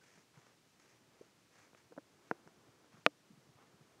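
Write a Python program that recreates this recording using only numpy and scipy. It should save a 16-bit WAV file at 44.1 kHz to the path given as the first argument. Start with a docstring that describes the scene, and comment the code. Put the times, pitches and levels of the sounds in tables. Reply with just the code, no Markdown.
"""A hand-held camera clicks and knocks in the grip, in a quiet bathroom.
A loose part gives one hard click and faint ticks, and fingers knock on the case,
making it ring briefly. The hand also bumps softly and slides over the case.
Faint hollow plops come from the water or the handling. Water stirs in a tub
where lizards float, over the room's murmur and the microphone's hiss."""
import sys
import numpy as np
from scipy import signal
from scipy.fft import rfft, irfft
from scipy.io import wavfile

SR = 44100
rng = np.random.default_rng(int(sys.argv[2]) if len(sys.argv) > 2 else 0)


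def inscribe(sig):
    """Save sig as 16-bit PCM at rate SR to the path in sys.argv[1].

    A 1-D sig is mono; a 2-D sig holds one channel per row.
    Samples are clipped to [-1, 1] before scaling.
    """
    pcm = np.round(np.clip(np.atleast_2d(sig).T, -1, 1) * 32767)
    wavfile.write(sys.argv[1], SR, pcm.astype(np.int16))


N = 176400  # 4 seconds


def amp(db):
    """Turns decibels into a number to multiply a sound by."""
    return 10 ** (np.asarray(db) / 20)


def unit(x):
    """Scales a sound to an average strength (rms) of 1."""
    return x / np.sqrt(np.mean(x ** 2) + 1e-20)


def add(mix, start_s, sound):
    """Mixes a sound in at its start time."""
    part = mix[max(round(start_s * SR), 0):][:len(sound)]
    part += sound[:len(part)]


def cut_bass(x, hz):
    """Weakens everything below the given pitch."""
    return signal.sosfilt(signal.butter(4, hz, "high", fs=SR, output="sos"), x)


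def noise(tone):
    """Noise whose balance of lows and highs follows a tone table."""
    hz, db = np.transpose(tone)
    gain = amp(np.interp(np.log(np.fft.rfftfreq(N, 1 / SR) + 1), np.log(hz), db))
    return unit(irfft(rfft(rng.standard_normal(N)) * gain, N))


def wander(rate_hz):
    """A smooth random wobble, up to about the given rate."""
    keep_slow = np.exp(-(np.fft.rfftfreq(N, 1 / SR) / rate_hz) ** 2)
    return unit(irfft(rfft(rng.standard_normal(N)) * keep_slow, N))


# Tone of the murmur and hiss: pitch_hz, level_db
ROOM_TONE = [(20, -22.5), (45, -17.5), (75, -9), (115, 4.5), (300, -2), (600, -6.5), (1200, -9.5),
             (2200, -9), (3800, -11.5), (6000, -11.5), (8000, -16), (11000, -21.5), (15800, -27)]
def room(level_db=-71.5):
    """The room murmurs and the microphone hisses steadily."""
    return amp(level_db) * noise(ROOM_TONE)


# How loudly the water stirs: time_s, level_db
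WATER_LEVELS = [(0, -78.5), (.7, -79.5), (1.1, -72.5), (1.5, -78.5), (2.1, -74.5), (2.35, -68),
                (2.6, -70.5), (2.8, -71), (3.15, -77), (3.4, -72.5), (3.7, -71), (4, -71.5)]
# Tone of the water: pitch_hz, level_db
WATER_TONE = [(30, -30.5), (80, -10), (130, -9), (350, 1.5), (600, -6.5), (1300, -8.5), (2200, -18.5),
              (5000, -44), (16000, -57)]
def water(lap_db=1):
    """Water laps in the tub with a low, uneven sound."""
    level_db = np.interp(np.arange(N) / SR, *np.transpose(WATER_LEVELS))
    return noise(WATER_TONE) * amp(level_db + lap_db * wander(rate_hz=16))


# Short hollow plops and knocks, from the water or from handling the camera:
# start_s, level_db, pitch_hz, rise_s, glide_octaves_per_s
HOLLOW_PLOPS = [(.012, -65, 1536, .006, -1), (1.2108, -45.5, 320, 0.0023, 108),
                (1.909, -58, 304, 0.0035, 15), (1.9205, -51, 457, 0.0024, 18),
                (1.9765, -41.5, 575, .0028, -6), (1.976, -45.5, 257, 0.0056, 15.5)]
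def plops():
    """Each hollow plop or knock swells quickly and dies away while its pitch glides."""
    out, t = np.zeros(N), np.arange(SR // 20) / SR
    for start_s, level_db, pitch_hz, rise_s, glide in HOLLOW_PLOPS:
        octaves = np.minimum(glide * t, 1)  # climbs one octave at most
        cycles = np.cumsum(pitch_hz * 2 ** octaves) / SR
        swell = t / rise_s * np.exp(1 - t / rise_s)
        add(out, start_s, amp(level_db) * swell * np.sin(2 * np.pi * cycles))
    return out


# Tones of the skin's rub and of its hiss: pitch_hz, level_db
RUB_TONE = [(60, -30), (300, 3.5), (850, 2.5), (1400, 2.5), (2000, -10), (3300, -11), (16000, -54)]
HISS_TONE = [(60, -42), (1000, -20), (1600, 1.5), (2300, 1), (3600, -14), (5000, -6.5), (6400, -4.5),
             (8500, -15.5), (16000, -33)]
# Slides of the hand: start_s, length_s, level_db, hiss_vs_rub_db, rise_s
HAND_SLIDES = [(0., 0.27, -70.5, 3.5, 0.03), (0.334, 0.24, -71, -4.5, 0.0098),
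               (.797, .008, -57, -1, 0.0018), (0.801, 0.2, -73, 8, 0.0072), (1.11, 0.22, -76, 0, 0.038),
               (1.489, 0.23, -68.5, -0.5, 0.08), (1.768, 0.063, -67, 4, 0.0081),
               (2.196, 0.17, -71.5, -4, 0.083), (2.907, 0.14, -68.5, -5.5, 0.031),
               (3.546, 0.14, -66, -23, 0.065)]
def slides(grain_db=2.5, fade_s=0.081):
    """Skin slides over the case: a grainy rub with a hiss on top."""
    out, t = np.zeros(N), np.arange(N) / SR
    rub, hiss = noise(RUB_TONE), noise(HISS_TONE)
    for start_s, length_s, level_db, hiss_vs_rub_db, rise_s in HAND_SLIDES:
        press = np.clip((t - start_s) / rise_s, 0, 1)
        let_go = np.clip((start_s + length_s - t) / min(fade_s, length_s), 0, 1)
        hiss_gain = amp(hiss_vs_rub_db)
        blend = (rub + hiss_gain * hiss) / np.hypot(1, hiss_gain)  # same strength for any blend
        out += amp(level_db) * press * let_go * blend
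    return out * amp(grain_db * wander(rate_hz=200))


# Soft bumps of the hand: start_s, level_db, pitch_hz
HAND_BUMPS = [(0.171, -62, 133), (0.37, -53, 136), (1.849, -62, 150), (2.46, -57.5, 169),
              (2.57, -63.5, 160), (2.681, -58.5, 165), (2.938, -56.5, 167), (2.976, -60.5, 148),
              (3.301, -53.5, 230), (3.328, -58, 180), (3.372, -57.5, 177), (3.486, -58.5, 131),
              (3.548, -58.5, 162), (3.735, -60, 146), (3.806, -55.5, 166)]
def bumps(rise_s=0.0055, roughness=0.31):
    """The flesh of the hand gives dull thuds of a few uneven cycles."""
    out, t = np.zeros(N), np.arange(SR // 10) / SR
    swell = t / rise_s * np.exp(1 - t / rise_s)
    wobble = wander(rate_hz=150)
    for start_s, level_db, pitch_hz in HAND_BUMPS:
        bend = 1 + roughness * np.roll(wobble, -round(start_s * SR))[:len(t)]
        cycles = np.cumsum(pitch_hz * bend) / SR
        add(out, start_s, amp(level_db) * swell * np.sin(2 * np.pi * cycles))
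    return cut_bass(out, hz=100)


def strike(notes, wave, contact_ms, bass_cut_hz):
    """A short push rings an object's own notes; longer contact sounds duller."""
    t = np.arange(SR // 8) / SR
    # Each note fades by 60 dB in ring_s.
    ring = sum(amp(db - 60 * t / ring_s) * wave(2 * np.pi * hz * t) for hz, db, ring_s in notes)
    push_time_ms = (t[:256] + .5 / SR) * 1000
    push = np.sin(np.pi * np.clip(push_time_ms / contact_ms, 0, 1)) ** 1.5
    return cut_bass(np.convolve(ring, push / push.sum()), bass_cut_hz)


# Notes the case rings with: pitch_hz, level_db, ring_s
CASE_NOTES = [(334, -42, 0.082), (473, -31, 0.036), (747, -31, 0.019), (976, -24, 0.0107),
              (1463, -17, 0.0064), (2527, -44, 0.011), (5600, -18.5, 0.0049)]
# Knocks of the fingers: start_s, level_db, contact_ms
FINGER_KNOCKS = [(.176, -36, 0.58), (0.376, -39, .3), (0.521, -47, .7), (1.732, -33, 0.74),
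                 (1.9227, -32, .5), (1.929, -30.5, 0.82), (1.966, -27, .9), (1.9774, -22, 0.53),
                 (1.9833, -20.5, 0.51), (2.3128, -1, .3), (2.4754, -30, 0.19), (2.845, -33, 0.85),
                 (3.812, -38, 0.78)]
def knocks():
    """Fingers knock on the case, which swings up from rest (a sine wave)."""
    out = np.zeros(N)
    for start_s, level_db, contact_ms in FINGER_KNOCKS:
        add(out, start_s, amp(level_db) * strike(CASE_NOTES, np.sin, contact_ms, bass_cut_hz=151))
    return out


# Notes of the loose part and the case together: pitch_hz, level_db, ring_s
PART_NOTES = [(207, -31, 0.01683), (295.7, -33.5, 0.066), (500, -25, 0.036), (601, -27.5, 0.03),
              (655, -23, 0.027), (899, -27.5, 0.017), (1230, -16.5, .015), (1398, -17, 0.011),
              (1815, -20.5, 0.0098), (2420, -8.5, 0.0051), (3600, -29, .005), (8000, -4, 0.0014),
              (10100, -11, .002)]
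# Faint ticks and one hard click: start_s, level_db, contact_ms
PART_CLICKS = [(.468, -43.5, 0.48), (1.671, -41, 0.9), (1.7485, -40, 0.37), (2.684, -49, 0.42),
               (2.972, -51, .45), (3.0641, 0, 0.22)]
def clicks():
    """A loose part on the camera snaps, ringing at full swing at once (a cosine wave)."""
    out = np.zeros(N)
    for start_s, level_db, contact_ms in PART_CLICKS:
        add(out, start_s, amp(level_db) * strike(PART_NOTES, np.cos, contact_ms, bass_cut_hz=167))
    return out


def scene():
    """Handling sounds over the water and the room, in one channel."""
    # These reach the microphone through the case, so they have no echo.
    handling = clicks() + knocks() + bumps() + slides()
    return (handling + plops() + water() + room())[None]


def record(dry, top_hz=15750):
    """Takes away the very highest treble."""
    treble_cut = signal.firwin(511, top_hz, window=("kaiser", 9), fs=SR)
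    return signal.oaconvolve(dry, treble_cut[None], "same")


dry = scene()
out = record(dry)
inscribe(out)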